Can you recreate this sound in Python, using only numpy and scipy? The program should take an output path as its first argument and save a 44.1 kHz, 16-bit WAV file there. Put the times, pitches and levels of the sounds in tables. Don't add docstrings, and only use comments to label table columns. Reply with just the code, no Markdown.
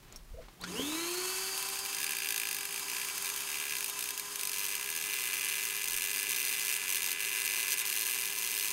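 import sys
import numpy as np
from scipy import signal
from scipy.io import wavfile

SR = 44100
rng = np.random.default_rng(int(sys.argv[2]) if len(sys.argv) > 2 else 0)


def volts(x):
    e = np.asarray(x, float) / 20
    return 10 ** e


def bounce(signal):
    frames = np.transpose(np.atleast_2d(signal))
    limited = np.clip(frames, -1, 1)
    pcm = np.round(limited * 32767).astype(np.int16)
    wavfile.write(sys.argv[1], SR, pcm)


N = 384552
T = np.arange(N) / SR

# [f/Hz, level/dB, t60/s]
KNOCK_MODES = [(1560, -45, 0.11), (1659, -3, 0.066), (1713, -3.5, 0.058), (2020, -34, 0.088),
               (2033, -2.5, 0.058), (2390, -6, 0.027), (2530, 8, .014), (2398, 5, 0.016),
               (2497, 0.5, 0.022), (2716, 6, 0.027), (2890, -5, 0.029), (3160, -20, 0.056),
               (3500, 1, 0.021)]
# [f/Hz, level/dB, t60/s]
PLATE_MODES = [(3708, -10, 0.11), (4230, -1.5, 0.022), (4910, -1.5, 0.025), (4970, -8, .03),
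               (5370, -26, 0.087), (6000, 3, 0.013), (6205, -3.5, 0.038), (6910, 1.5, 0.0075),
               (7720, -9, 0.028), (8120, 0, 0.025), (8590, -4, 0.052), (9130, -3.5, 0.026),
               (9460, 0, 0.035),
               (10400, -2, 0.03), (11110, -2.5, 0.025), (11270, -4.5, .025), (12760, -2.5, 0.03),
               (12880, -1.5, .025), (13320, -5, .03), (13460, 0, 0.035), (13590, -7, .03), (13690, -5, .03),
               (13850, -11, .02), (15170, -6, 0.02), (15400, -6, 0.02), (15700, -5, .02)]
# [t/s, knock level/dB]
HAND_WEIGHT = [(1.85, -37), (1.97, -30), (2.45, -27), (2.75, -36.5), (2.95, -29.5), (3.4, -36), (3.55, -31),
               (3.72, -29), (3.86, -36), (4.45, -37.5), (4.6, -32.5), (5.0, -31), (5.46, -29),
               (5.85, -31.5), (6.05, -29.5), (7.0, -30), (7.45, -28), (8.1, -32.5)]
# [f/Hz, level/dB per Hz]
SCRAPE_COLOUR = [(530, -25), (900, -56), (1670, 10.5), (1860, -4), (2400, 11.5), (3940, 4), (13200, 6),
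                 (16200, -10)]


def grinding(turns):
    strike_s, scrape_db, missed_db = bouts(turns)
    at = np.round(strike_s * SR).astype(int)
    scrape_db = scrape_db + missed_db
    knock_db = columns(HAND_WEIGHT)[0][at] + 0.9 * rng.standard_normal(len(at)) + missed_db
    out = np.zeros(N + 40)
    landing_s = 0.00038
    soft = 1 - np.exp(-np.arange(3000) / SR / landing_s)
    # modes, blow level/dB, change of level with landing spot/dB, spread of delay/samples, onset
    mode_groups = (
        (KNOCK_MODES, knock_db - 11.5, 1.2, 1, soft),
        (PLATE_MODES, scrape_db - 16.0, 2.0, 14, 1))
    for modes, size_db, spot_db, spread, onset in mode_groups:
        for hz, db, t60 in modes:
            late = rng.integers(0, spread) + (hz > 3500) * rng.integers(0, 4, len(at))
            blow_db = size_db + spot_db * rng.standard_normal(len(at))
            blows = np.bincount(at + late, volts(blow_db), len(out))
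            out += signal.oaconvolve(blows, volts(db) * ring(hz, t60) * onset)[:len(out)]
    t = np.arange(2000) / SR
    contact = volts(-60 * t / 0.014) + 0.12 * volts(-60 * t / 0.08)
    scrapes = np.bincount(at, volts(scrape_db), len(out))
    grit = signal.oaconvolve(scrapes, contact)[:N] * rng.standard_normal(N)
    struck = out[:N] + volts(-9.5) * coloured(grit, SCRAPE_COLOUR)
    return band(struck, lo_hz=1400, hi_hz=19200, order=3)


# [first strike t/s, length/s, flight/turns, scrape level/dB]
BOUNCES = [(1.5773, .07, 19, -23.5), (1.687, .015, 4.5, -27), (1.7566, .036, 6.5, -27),
           (1.8501, .013, 4.3, -25), (1.9289, .065, 7.5, -25.5), (2.002, .05, 5.3, -23),
           (2.0649, .062, 5.6, -25), (2.1326, .08, 7, -24), (2.2206, .055, 5.1, -25.5),
           (2.2881, .095, 7.25, -23), (2.3984, .095, 7.3, -24), (2.5109, .06, 7.2, -24),
           (2.5858, .07, 8.9, -24.5), (2.6904, .12, 7, -26.5), (2.8833, .165, 6.6, -27),
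           (3.0863, .015, 5.4, -28), (3.1785, .05, 18, -25.5), (3.2451, .057, 4.4, -23.5),
           (3.3387, .03, 9, -26), (3.3757, .065, 6, -29), (3.4741, .27, 5.6, -27),
           (3.7524, .04, 6.5, -23.5), (3.8066, .1, 7.5, -21.5), (3.9907, .118, 6.7, -25),
           (4.1768, .022, 8, -22), (4.3573, .045, 15, -24), (4.4109, .11, 8.5, -21.5),
           (4.5318, .225, 4.1, -25), (4.7643, .115, 6.5, -28.5), (4.8891, .14, 5, -25)]
# [start t/s, flight/turns, scrape level/dB]
CHATTER = [(5.04, 4, -25.5), (5.14, 3.34, -26), (5.3, 4, -24.5), (5.49, 3.66, -24.5), (5.7, 3.9, -26),
           (5.82, 4.5, -23.5), (6.04, 4.5, -24.5), (6.13, 4, -23.5), (6.24, 3.95, -27.5), (6.294, 3.4, -23),
           (6.466, 3.6, -24), (6.68, 3.45, -23.5), (6.775, 4.3, -29.5), (6.88, 4.4, -21),
           (6.97, 4.6, -24.5), (7.02, 4.4, -22), (7.135, 4.9, -35), (7.195, 3.7, -24.5), (7.4, 3.96, -23.5),
           (7.575, 2.8, -23.5), (7.61, 4.04, -24), (7.705, 2.8, -20.5), (7.75, 5, -33), (7.775, 3.6, -22),
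           (7.82, 2.8, -45), (7.853, 3.8, -22.5), (8.1, 3.5, -24.5), (8.275, 3.9, -26.5),
           (8.36, 3.5, -24.5), (8.55, 3.9, -22.5)]


def bouts(turns):
    start, length, flight, db = np.transpose(BOUNCES)[:, :, None]
    first, last = np.interp([start, start + length], T, turns)
    light = strikes(first, last, flight, db, turns, slip=.18, spread_db=2.1, count=24)
    start, flight, db = np.transpose(CHATTER)[:, :, None]
    first = np.round(np.interp(start, T, turns))
    last = np.append(first[1:], turns[-1])[:, None] - 1.5
    firm = strikes(first, last, flight, db, turns, slip=.42, spread_db=1.8, count=36)
    return np.hstack([light, firm])


def strikes(first, last, flight, db, turns, slip, spread_db, count):
    luck, force = rng.standard_normal((len(db), count, 2)).transpose(2, 0, 1)
    k = np.arange(count)
    landing = first + np.round(k * flight + (k > 0) * slip * luck)
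    missed_db = np.where(landing < last, 0, -300)
    strike_s = np.interp(landing, turns, T)
    strike_db = db + spread_db * np.clip(force, -2.5, 1.2)
    return np.array([strike_s, strike_db, missed_db]).reshape(3, -1)


# [t/s, f/Hz]
SHAFT_SPEED = [(.59, 56), (.64, 105), (.71, 178.6), (.798, 257.7), (.86, 289.6), (.94, 316.4),
               (1.01, 336.6), (1.11, 352), (1.21, 365), (1.32, 374), (1.6, 389), (2.05, 397.8),
               (2.56, 400.5), (3.31, 403.4), (3.75, 408.3), (5.2, 408), (6.7, 407), (8.72, 407.4)]


def shaft():
    hz, = columns(SHAFT_SPEED)
    return np.cumsum(hz) / SR, hz


def motor(turns, hz):
    tones = hum(turns, hz) + order_tones(turns, hz)
    noise = whirr(turns, hz) + growl(hz)
    switched_on = np.clip((T - .575) / 0.04, 0, 1)
    return (np.sqrt(2) * tones + noise) * switched_on


# [shaft f/Hz, level/dB]
HUM = [(100, -67), (180, -61), (220, -54), (258, -39.5), (365, -42.5), (381, -50), (398, -60), (408, -60)]
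# [shaft f/Hz, level/dB]
OCTAVE_HUM = [(70, -75), (160, -53), (210, -42.5), (275, -61), (397, -58.5), (404, -69), (408, -74)]


def hum(turns, hz):
    once = volts(read(HUM, hz) + 1.4 * wander(hz=25.4)) * np.sin(2 * np.pi * turns + 0.083 * wander(hz=17))
    twice = volts(read(OCTAVE_HUM, hz) + 0.5 * wander(hz=53)) * np.sin(4 * np.pi * turns)
    mains_db = -73 + 25.4 * np.exp(-abs(T - .7) / 0.23) + 1.4 * wander(hz=19.0)
    return once + twice + volts(mains_db) * np.sin(2 * np.pi * 180.5 * T)


# [multiple, level/dB]
LOW_ORDERS = [(3, -0.5), (4, 5.5), (5, 1), (6, 0.5), (7, 3), (8, 5), (9, 4)]
# [shaft f/Hz, level/dB]
LOW_HUM = [(130, -83), (258, -61.5), (290, -75), (336, -56.5), (395, -67.5), (402, -66.5)]
# [multiple, level/dB]
BAR_ORDERS = [(11, -12), (11.5, -5), (12, 0), (12.6, -3), (13, -11)]
# [shaft f/Hz, level/dB]
BAR_WHINE = [(105, -57), (200, -63), (258, -42), (290, -49), (385, -49), (400, -54), (408, -60.5)]
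# [multiple, level/dB]
BAR_OVERTONES = [(24, 0), (48, 1)]
# [f/Hz, level/dB]
ZIP = [(2500, -82), (3400, -56), (5300, -53), (6500, -72), (8000, -61), (15000, -59)]


def order_tones(turns, hz):
    zip_end_s, zip_fade_db_per_s = .95, 80
    drown_db = zip_fade_db_per_s * np.clip(T - zip_end_s, 0, 1)
    families = (  # orders, level/dB of order k, phase blur/rad
        (LOW_ORDERS, lambda k: read(LOW_HUM, hz), .3),
        (BAR_ORDERS, lambda k: read(BAR_WHINE, hz), .3),
        (BAR_OVERTONES, lambda k: read(ZIP, k * hz) - drown_db, 1.6))
    tones = np.zeros(N)
    for orders, level_db, blur in families:
        for k, db in orders:
            gain = volts(db + level_db(k) + 3.15 * wander(hz=30.2))
            phase = 2 * np.pi * k * turns + blur * wander(hz=30 + 12 * blur ** 2)
            tones += gain * np.sin(phase)
    return tones


# [f/Hz, level/dB per Hz]
WHIRR_COLOUR = [(290, -76), (500, -19), (988, -2.5), (2130, -6.5), (3290, -2.5), (3440, -7.5), (5160, -3.5),
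                (5800, -9.5), (6800, -5), (9920, -5), (11500, -7.5), (14200, -7.5), (16000, -14)]
# [f/Hz, width/Hz, level/dB]
CASING = [(1015, 18, 2.5), (2310, 12, 7.5), (2633, 12, 8.5), (3400, 22, -36.5), (4730, 38, -24),
          (6400, 500, 1.5), (8440, 520, -5), (9200, 67, 1.5), (11240, 210, 2)]
# [t/s, peak level/dB, rise/s, fall/s]
EASING = [
    (3.15, -41.5, 0.31, 0.66),
]


def whirr(turns, hz):
    contact_s, seating_s = 1.45, 0.83
    free = np.clip(1 - (T - contact_s) / seating_s, 0, 1)
    speed = hz / hz[-1]
    gain = volts(-42.5 + 6.5 * free) * speed ** 0.83 * np.clip(hz / 150, 0, 1) ** 2
    gain = gain + swells(EASING) / 2
    throb = 1 + 0.13 * np.cos(2 * np.pi * turns)
    noise = coloured(throb * rng.standard_normal(N), WHIRR_COLOUR, CASING, peaks_db=6.5)
    dull_db = -7.5 * (1 - speed ** 2)
    noise -= band(noise, lo_hz=5060, hi_hz=19000, order=1) * (1 - volts(dull_db))
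    return gain * volts(1.1 * wander(hz=28.4)) * noise


# [f/Hz, level/dB per Hz]
GROWL_COLOUR = [(41, -48), (70, -12), (108, -14.5), (163, -11), (221, -16.5), (278, -5.5), (339, -10.5),
                (360, -11.5), (386, -2), (405, -15), (430, -11.5), (466, -12), (750, -23), (980, -31),
                (1650, -120)]
# [t/s, peak level/dB, rise/s, fall/s]
JOLTS = [
    (6.29, -61, .02, 0.016),
]


def growl(hz):
    peak_hz, width_hz = 236, 103
    shake_db = -64 + 16.5 / (1 + ((hz - peak_hz) / width_hz) ** 4)
    return (volts(shake_db) + swells(JOLTS)) * coloured(rng.standard_normal(N), GROWL_COLOUR)


def hands():
    return handling() + creaking() + ticking()


# [t/s, peak level/dB, rise/s, fall/s]
BUMPS = [
    (0, -50, .1, .1),
    (.18, -54, 0.036, 0.082),
    (.342, -37, 0.022, .012),
    (.395, -40, 0.015, 0.03),
    (.62, -60, .03, .05),
    (.91, -77, .08, 0.064),
    (1.5, -73, .3, .4),
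    (5.96, -59, .05, .05),
    (8.36, -73, 0.08, 0.07),
]
# [t/s, peak level/dB, rise/s, fall/s]
RUSTLES = [
    (.15, -57, 0.055, 0.022),
    (.43, -60, .03, 0.064),
    (.62, -50, 0.0067, 0.068),
]
# [f/Hz, level/dB per Hz]
RUSTLE_COLOUR = [(71, -28), (120, -4.5), (272, -14.5), (341, -11.5), (378, -13), (493, -18), (1030, -18.5),
                 (5750, -24.5), (16000, -28)]


def handling():
    rumble = evened(band(rng.standard_normal(N), lo_hz=20, hi_hz=44.2))
    air = volts(1.0 * wander(hz=39.8)) * coloured(rng.standard_normal(N), RUSTLE_COLOUR)
    cloth = band(air, lo_hz=100, hi_hz=6600)
    before = np.clip((.66 - T) / 0.0086, 0, 1)
    return (volts(-76.5) + swells(BUMPS)) * rumble + before * (volts(-60.5) * air + swells(RUSTLES) * cloth)


# [t/s, peak level/dB, rise/s, fall/s]
CREAKS = [
    (.344, -53, .004, .02),
    (.395, -46, 0.013, .018),
]


def creaking():
    low = band(rng.standard_normal(N), lo_hz=460, hi_hz=544)
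    high = band(rng.standard_normal(N), lo_hz=610, hi_hz=670)
    return swells(CREAKS) * evened(low + .7 * high)


# [t/s, peak level/dB, ring f/Hz, ring t60/s, snap level/dB]
TICKS = [
    (.125, -40, 7000, 0.011, -52),
    (0.16, -40.5, 5570, 0.049, -44),
    (.484, -48, 800, 0.04, -43),
    (.515, -63, 780, .04, -75),
    (0.613, -43, 8100, .01, -39),
    (0.638, -34, 1400, 0.062, -30),
    (.795, -31.5, 430, 0.08, -41),
]


def ticking():
    out = np.zeros(N)
    t = np.arange(3000) / SR
    for s, db, hz, t60, snap_db in TICKS:
        decay = volts(snap_db - 60 * t / (0.015 + 0.92 * t60))
        snap = band(rng.standard_normal(len(t)), 0.62 * hz, min(4.2 * hz, 15500)) * decay
        at = round(s * SR)
        out[at:at + len(t)] += volts(db) * (ring(hz, t60) + .5 * ring(1.14 * hz, t60)) + snap
    return out


def evened(x):
    return x / np.sqrt(np.mean(x ** 2) + 1e-20)


def columns(rows):
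    s, *values = np.transpose(rows)
    return [np.interp(T, s, v) for v in values]


def read(points, hz):
    f, db = np.transpose(points)
    return np.interp(np.log(hz), np.log(f), db)


def swells(rows):
    return sum(volts(db) * np.exp(np.minimum((T - s) / rise, (s - T) / fall)) for s, db, rise, fall in rows)


def coloured(x, points, peaks=(), peaks_db=0.):
    hz = np.fft.rfftfreq(8192, 1 / SR)
    f, db = np.transpose(points)
    gain = volts(np.interp(np.log(hz + 1), np.log(f + 1), db, left=-90, right=-90))
    lift = sum(volts(2 * (d + peaks_db)) / (1 + (2 * (hz - p) / w) ** 2) for p, w, d in peaks)
    level = np.log(gain * np.sqrt(1 + lift) + 1e-5)
    full = np.concatenate([level, level[-2:0:-1]])
    taps = np.fft.ifft(np.exp(np.conj(signal.hilbert(full)))).real[:4096]
    return signal.oaconvolve(x, taps / np.linalg.norm(taps))[:N]


def band(x, lo_hz, hi_hz, order=2):
    return signal.sosfilt(signal.butter(order, [lo_hz, hi_hz], "band", fs=SR, output="sos"), x)


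def wander(hz):
    return evened(signal.sosfilt(signal.butter(2, hz, fs=SR, output="sos"), rng.standard_normal(N)))


def ring(hz, t60, size=3000):
    t = np.arange(size) / SR
    return volts(-60 * t / t60) * np.sin(2 * np.pi * hz * t)


def scene():
    turns, hz = shaft()
    return np.tile(grinding(turns) + motor(turns, hz) + hands(), (2, 1))


def roll_off(x):
    return signal.sosfilt(signal.butter(12, 16690, fs=SR, output="sos"), x)


def record(dry):
    edge = signal.firwin(767, 15790, window=("kaiser", 8), fs=SR)
    mix = signal.oaconvolve(dry, edge[None], "same")
    return roll_off(mix)


dry = scene()
out = record(dry)
bounce(out)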